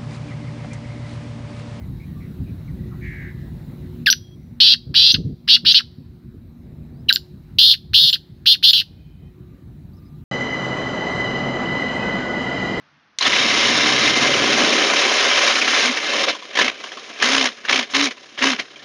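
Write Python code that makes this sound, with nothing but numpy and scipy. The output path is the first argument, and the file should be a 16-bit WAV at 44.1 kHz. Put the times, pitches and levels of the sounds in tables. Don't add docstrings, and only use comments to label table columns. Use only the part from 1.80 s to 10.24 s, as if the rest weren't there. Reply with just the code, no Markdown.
import sys
import numpy as np
from scipy import signal
from scipy.io import wavfile
from scipy.ndimage import uniform_filter1d, minimum_filter1d

SR = 44100
rng = np.random.default_rng(int(sys.argv[2]) if len(sys.argv) > 2 else 0)


def generate_wav(signal):
    frames = np.transpose(np.atleast_2d(signal))
    scaled = np.clip(frames, -1, 1) * 32767
    pcm = np.round(scaled).astype(np.int16)
    wavfile.write(sys.argv[1], SR, pcm)


N = 372197

# frequency_hz, density_db (per Hz)
FIELD_SPECTRUM = [(25, -23), (53, 2.5), (157, 2), (284, -8), (352, -14.5), (437, -21.5), (604, -27.5),
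                  (1120, -34.5), (1550, -35), (2260, -37), (3130, -43.5), (8730, -53), (14600, -45.5),
                  (15800, -46.5)]
FIELD_DB = -43.5

# start_s, level_db
WIND_PUFFS = [(1.053, -41.5), (3.062, -34.5), (3.091, -30.5), (3.336, -22), (3.379, -20), (3.444, -21.5),
              (3.489, -26), (3.83, -30.5), (4.178, -36), (4.535, -36)]
# frequency_hz, density_db (per Hz)
PUFF_SPECTRUM = [(30, -22.5), (70, -7), (130, -1.5), (250, -12.5), (420, -23.5), (700, -44), (1200, -78)]
PUFF_DECAY_S = 0.0457

# start_s, end_s, centre_hz, width_hz, level_db
HUM_BANDS = [(0, 8.44, 150, 12, -54), (1.93, 5.4, 237, 2.5, -50), (0, 8.44, 360, 4, -61.5),
             (4.8, 5.32, 105, 85, -44.5), (.95, 1.21, 1950, 60, -73), (0, 8.44, 3900, 480, -78),
             (7.55, 8.44, 1250, 640, -79.5), (2.33, 2.57, 3270, 50, -63), (7.03, 7.52, 2480, 70, -74),
             (7.03, 7.52, 3080, 90, -72), (7.55, 7.88, 1190, 40, -74), (8.1, 8.44, 1200, 25, -72)]

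# start_s, length_s, start_hz, end_hz, width_hz, level_db
FAR_BIRD_CALLS = [(0.0, 0.064, 2140, 2080, 302, -70.5), (0.194, 0.062, 2200, 2360, 300, -65),
                  (0.398, .08, 2170, 2030, 402, -65.5), (.35, 0.07, 1144, 1144, 80, -68),
                  (0.658, 0.062, 2487, 2350, 300, -71), (0.875, 0.036, 2300, 1780, 300, -65),
                  (1.199, 0.34, 2041, 1862, 647, -50), (1.504, .22, 1913, 1770, 411, -67.5),
                  (5.128, 0.1, 4293, 5347, 150.8, -74), (8.13, 0.03, 4500, 5200, 300, -72),
                  (8.165, 0.032, 5350, 4900, 302, -71), (8.22, .025, 4360, 5000, 300, -77),
                  (8.247, .05, 5050, 4950, 300, -73), (1.109, 0.05, 1320, 1086, 300, -64)]
FAR_WARBLES_PER_S, FAR_SLOWING_PER_S = 84, .55
FAR_GAP, FAR_DEPTH = 0.29, 0.22
FAR_FADING_DB, FAR_BREATH_DB, FAR_OCTAVE_DB = -4.5, -6.5, -27.5

# frequency_hz, gain_db
NEAR_COLOUR = [(700, -36), (1100, -22.5), (1550, -9), (2300, -17.5), (2800, -2), (3400, -2), (4200, 4.5),
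               (5100, -2), (6000, -16), (6600, -27), (7500, -28.5), (8600, -27), (9600, -20),
               (11000, -13.5), (13500, -12.5), (15500, -14)]

# start_s, length_s, first_pitch_hz, last_pitch_hz, step_middle_s, step_time_s, level_db,
#          second_harmonic_db
CHIRP_NOTES = [(2.26, 0.038, 2796, 1846, .0065, 0.0019, -2.5, -13),
               (5.285, 0.031, 3048, 1756, .0135, .0024, -6.5, -16.5),
               (5.288, 0.018, 4130, 4300, .008, .001, -9.5, -18)]
CHIRP_SAG_PER_S = 5.5
CHIRP_ARCH_DB, CHIRP_EDGE_S, CHIRP_EDGE_DB = -7.5, 0.0033, -20

# start_s, hold_s, leap_from_hz, held_pitch_hz, level_db, second_harmonic_db,
#          snap_db (extra level of leap and collapse)
WHISTLE_NOTES = [(2.3, .027, 1484, 5853, -0.7, -15.5, -2.5), (3.32, 0.022, 5040, 6160, -8.5, -26, 5.7),
                 (3.924, 0.015, 5500, 6300, -9, -22.5, -2.2), (5.326, .0332, 1857, 7220, -9.5, -9, 6),
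                 (6.305, 0.027, 6770, 7310, -14, -14.5, 2), (6.913, 0.02, 6840, 7100, -13.5, -9, 4)]
LEAP_S, DROP_S, DROP_HZ = 0.0017, 0.0012, 1500
LET_GO_S, LET_GO_DB = .011, -29.5

# start_s, length_s, level_db, swell_s,
#          sag_db (over the length), fade_s, first_dips_per_s, settled_dips_per_s (before slowing)
TRILL_NOTES = [
    [(2.801, 0.15, -7.5, .004, -3.2, 0.013, 257, 285), (3.14, .181, -8, 0.036, -3.5, 0.00097, 308, 284),
     (3.343, .025, -14.5, .002, -0.5, 0.022, 280, 270), (3.675, 0.1, -7, 0.038, -2.5, .018, 290, 268),
     (3.848, 0.08, -9, 0.032, -0.4, 0.0043, 280, 303), (3.941, .07, -9, .006, -2, 0.028, 280, 320)],
    [(5.784, 0.17, -8, 0.0047, -4, 0.024, 277, 258), (6.134, .171, -8, 0.0213, -5, .002, 320, 277),
     (6.327, .036, -15, .002, -1.5, .016, 220, 280), (6.657, 0.1, -9.5, .02, 0, 0.028, 290, 303),
     (6.826, 0.086, -7.5, 0.024, -2.5, .002, 270, 310), (6.93, 0.092, -9.5, 0.0028, -9.5, 0.011, 268, 330)],
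]
# resting_pitch_hz (once tightened), lowest_pitch_hz (at full effort),
#          early_drop_hz (extra drop at the start), rebound (in mid-dip, at full effort, 0-1),
#          dip_share (of the cycle, 0-1), loud_half_width (of the cycle, 0-1),
#          loss_db (away from mid-dip), second_harmonic_db, third_harmonic_db,
#          breath_db (before the loudness swing), treble_db (from 12500 Hz up)
BIRD_VOICES = [(6044, 2749.5, 460, 0.83, 0.78, 0.33, -7, -14, -32.5, -18.5, -8.5),
               (7386, 3365, 600, 0.05, 0.76, 0.36, -9, -13.5, -14, -21, 1.5)]
SWELL_DB, FADE_DB = -16.5, -15
SETTLE_S = .04
SLOWING, SLOWING_LEAD = .17, 2.8
TIGHTEN_S = 0.065
LOOSE_START, LOOSE_WEAK = 0.12, 0.072

# delay_s, level_db
CAGE_ECHOES = [(0.0095, -14.5)]
# t60_s, level_db
SCATTER_TAILS = [(.1, -15.5), (.3, -29), (1.3, -45)]
BAND_EDGE_HZ = 15800


def gain_of(db):
    return 10 ** (np.asarray(db) / 20)


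def evened(x):
    return x / np.sqrt(np.mean(x ** 2) + 1e-20)


def noise(n):
    return rng.standard_normal((n // 16384 + 1) * 16384)[:n]


def drift(n, size):
    return evened(uniform_filter1d(uniform_filter1d(noise(n), size), size))


def add(mix, start_s, sound):
    part = mix[max(round(start_s * SR), 0):][:len(sound)]
    part += sound[:len(part)]


def shaped(x, points):
    f, db = np.transpose(points)
    bins_hz = abs(np.fft.fftfreq(8192, 1 / SR)) + 1
    log_gain = np.log(gain_of(np.interp(np.log(bins_hz), np.log(f), db)))
    response = np.exp(np.conj(signal.hilbert(log_gain)))
    taps = np.fft.ifft(response).real[:4096]
    return signal.oaconvolve(x, taps)[:len(x)]


def resonate(x, hz, width):
    turn = np.exp(2j * np.pi * np.cumsum(hz * np.ones(len(x))) / SR)
    r = np.exp(-np.pi * width / SR)
    return 2 * (turn * signal.lfilter([1 - r], [1, -r], x / turn)).real


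def field():
    frames, hz = N // 256 + 5, np.fft.rfftfreq(1024, 1 / SR)
    a, b, patches = rng.standard_normal((frames, 513, 3)).T
    patches = uniform_filter1d(patches, size=10, axis=0)
    patches = evened(uniform_filter1d(patches, size=12, axis=1))
    bass = np.clip(1 - hz / 600, 0, 1)[:, None]
    lumps_db = 0.73 * drift(frames, size=6) * bass
    spectrum = (a + 1j * b) * gain_of(2.3 * patches + lumps_db)
    hiss = signal.istft(spectrum, nperseg=1024, noverlap=768)[1][:N]
    return gain_of(FIELD_DB) * evened(shaped(hiss, FIELD_SPECTRUM))


def hums():
    out = np.zeros(N)
    for start, end, hz, width, db in HUM_BANDS:
        n = round((end - start) * SR)
        band = resonate(resonate(noise(n), hz, width), hz, 3 * width)
        add(out, start, gain_of(db) * evened(band) * signal.windows.tukey(n, min(4000 / n, 1)))
    return out


def wind():
    out, u = np.zeros(N), np.arange(8000) / SR / PUFF_DECAY_S
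    envelope = np.minimum(8 * u, 1) * np.exp(-u ** 2)
    for start, db in WIND_PUFFS:
        puff = evened(shaped(rng.standard_normal(12000), PUFF_SPECTRUM)[4000:])
        add(out, start, gain_of(db) * puff * envelope)
    return out


def syrinx(hz, second_db, third_db):
    turn = 2 * np.pi * np.cumsum(hz) / SR
    harmonics = ((1, 0.003), (2, second_db), (3, third_db))
    return sum(gain_of(db) * np.sin(k * turn) * (k * hz < 20000) for k, db in harmonics)


def far_birds():
    out = np.zeros(N)
    for start, length, start_hz, end_hz, width, db in FAR_BIRD_CALLS:
        t = np.arange(0, length, 1 / SR)
        hz = np.linspace(start_hz, end_hz, len(t))
        warble_rate = FAR_WARBLES_PER_S * (1 - FAR_SLOWING_PER_S * t)
        warble = np.sin(2 * np.pi * np.cumsum(warble_rate) / SR)
        voices = 0
        for side in (-1, 1):
            voice_hz = hz + width * (side * FAR_GAP + FAR_DEPTH * warble)
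            voices = voices + syrinx(voice_hz, FAR_OCTAVE_DB, FAR_OCTAVE_DB - 8)
        breath = evened(resonate(resonate(noise(len(t)), hz, width), hz, width))
        level = gain_of(db + FAR_FADING_DB * (t / length) ** 2) * signal.windows.tukey(len(t), .3)
        add(out, start, level * evened(voices + gain_of(FAR_BREATH_DB) * breath))
    return out


def clear_note(hz, level_db, second_db, tremble, flutter_db, breath_db):
    n = len(hz)
    tone = syrinx(hz * (1 + tremble * drift(n, size=20)), second_db, second_db - 6.5)
    tone = tone * gain_of(flutter_db * drift(n, size=60)) + gain_of(breath_db) * noise(n)
    return gain_of(level_db) * tone * signal.windows.tukey(n, min(.001 * SR / n, 1))


def chirp(start, length, first_hz, last_hz, middle, step_s, top_db, second_db):
    t = np.arange(0, length, 1 / SR)
    unstepped = (1 - np.tanh((t - middle) / (2 * step_s))) / 2
    hz = (last_hz + (first_hz - last_hz) * unstepped) * (1 - CHIRP_SAG_PER_S * t)
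    edge = np.clip(1 - np.minimum(t, length - t) / CHIRP_EDGE_S, 0, 1)
    level_db = top_db + CHIRP_ARCH_DB * (2 * t / length - 1) ** 2 + CHIRP_EDGE_DB * edge
    return start, clear_note(hz, level_db, second_db, tremble=0.034, flutter_db=3.0, breath_db=-16)


def whistle(start, hold, from_hz, held_hz, held_db, second_db, snap_db):
    t = np.arange(0, hold + LET_GO_S, 1 / SR)
    after = np.maximum(t - hold, 0)
    leap_hz = held_hz - (held_hz - from_hz) * np.exp(-t / LEAP_S)
    hz = DROP_HZ + (leap_hz - DROP_HZ) * np.exp(-after / DROP_S)
    off_hold = np.clip(4 * (1 - hz / held_hz), 0, 1)
    level_db = held_db + snap_db * off_hold + LET_GO_DB * after / LET_GO_S
    return start, clear_note(hz, level_db, second_db, tremble=0.0057, flutter_db=2.5, breath_db=-21)


def trill(voice, start, length, held_db, swell, sag_db, fade, first_dips, dips):
    (top_hz, low_hz, early_hz, rebound, share, loud, loss_db,
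     second_db, third_db, breath_db, treble_db) = voice
    t = np.arange(0, length, 1 / SR)
    n = len(t)
    ending = 1 - (length - t) / max(fade, 1 / SR)
    swell_db = SWELL_DB * np.clip(1 - t / max(swell, 1 / SR), 0, 1) ** 2
    fade_db = FADE_DB * np.clip(ending, 0, 1) ** 0.76
    level_db = held_db + swell_db + sag_db * t / length + fade_db

    slack = np.clip((level_db.max() - 2 - level_db) / 12., 0, 1)
    rough = .07 + .14 * slack
    rate = dips + (first_dips - dips) * np.exp(-t / SETTLE_S)
    rate = rate * (1 - SLOWING * np.clip(1 + (ending - 1) / SLOWING_LEAD, 0, 1))
    cycle = np.cumsum(rate * (1 + .5 * rough * drift(n, size=150))) / SR % 1
    u = np.clip((cycle - .5) / min(share, 1), -.5, .5)
    bounce = rebound * (1 - 0.65 * slack) * np.exp(-(u / 0.18) ** 2)
    dip = np.cos(np.pi * u) ** .55 - bounce
    dip = uniform_filter1d(dip, size=9) / dip.max()

    loose = np.exp(-t / TIGHTEN_S)
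    bottom_hz = low_hz - early_hz * loose - 1500 * slack
    top_hz = top_hz * (1 - LOOSE_START * loose - LOOSE_WEAK * slack)
    jitter = .3 * rough * drift(n, size=30) + .01 * drift(n, size=700)
    hz = (top_hz - (top_hz - bottom_hz) * dip) * (1 + jitter)

    away_db = loss_db * (2 - np.exp(-((cycle - .5) / loud) ** 6))
    swing = gain_of(away_db + 21 * rough * drift(n, size=80))
    tone = swing * syrinx(hz, second_db, third_db)
    tone = tone + np.sqrt(swing) * gain_of(breath_db) * noise(n)
    tone = shaped(tone, [(9000, 0.0065), (12500, treble_db)])
    heard = np.sqrt(np.mean(shaped(tone, NEAR_COLOUR) ** 2))
    edges = signal.windows.tukey(n, min(0.0025 * SR / n, 1))
    return start, gain_of(level_db) * tone / heard * edges


def francolins():
    out = np.zeros(N)
    for rows, voice in zip(TRILL_NOTES, BIRD_VOICES):
        for row in rows:
            add(out, *trill(voice, *row))
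    for rows, note in ((CHIRP_NOTES, chirp), (WHISTLE_NOTES, whistle)):
        for row in rows:
            add(out, *note(*row))
    return shaped(out, NEAR_COLOUR)


def outdoors(x):
    t, taps = np.arange(SR) / SR, np.zeros(SR)
    at = np.arange(320, SR - 20, 20)
    taps[at + rng.integers(0, 20, len(at))] = rng.choice([-1., 1.], len(at))
    tail = np.zeros(SR)
    for t60, db in SCATTER_TAILS:
        decay = taps * gain_of(-60 * t / t60)
        tail += gain_of(db) * decay / np.linalg.norm(decay)
    tail = shaped(tail, [(1200, -11.5), (3000, -6.0), (7000, 1.5), (15000, -1.5)])
    for delay, db in CAGE_ECHOES:
        tail[round(delay * SR)] += gain_of(db)
    return x + signal.fftconvolve(x, tail)[:N]


def scene():
    birds = outdoors(francolins() + far_birds())
    return (birds + field() + hums() + wind())[None]


def record(dry):
    dry = signal.sosfilt(signal.butter(4, 42, "highpass", fs=SR, output="sos"), dry)
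    power_db = 10 * np.log10(abs(uniform_filter1d(dry[0] ** 2, size=1500)) + 1e-12)
    loud = uniform_filter1d(np.clip((power_db + 28.5) / 18.7, 0, 1), size=2000)
    creep = np.arange(N) * 0.25 / SR
    duck = np.maximum(np.maximum.accumulate(loud + creep) - creep, 0)
    lifted = dry * gain_of(11.4 * (1 - duck))
    room = minimum_filter1d(1 / np.maximum(abs(lifted), 1), size=90)
    limited = lifted * uniform_filter1d(room, size=45)
    low_pass = signal.firwin(511, BAND_EDGE_HZ, window=("kaiser", 9), fs=SR)
    return signal.oaconvolve(limited, low_pass[None], "same")


dry = scene()
out = record(dry)
generate_wav(out)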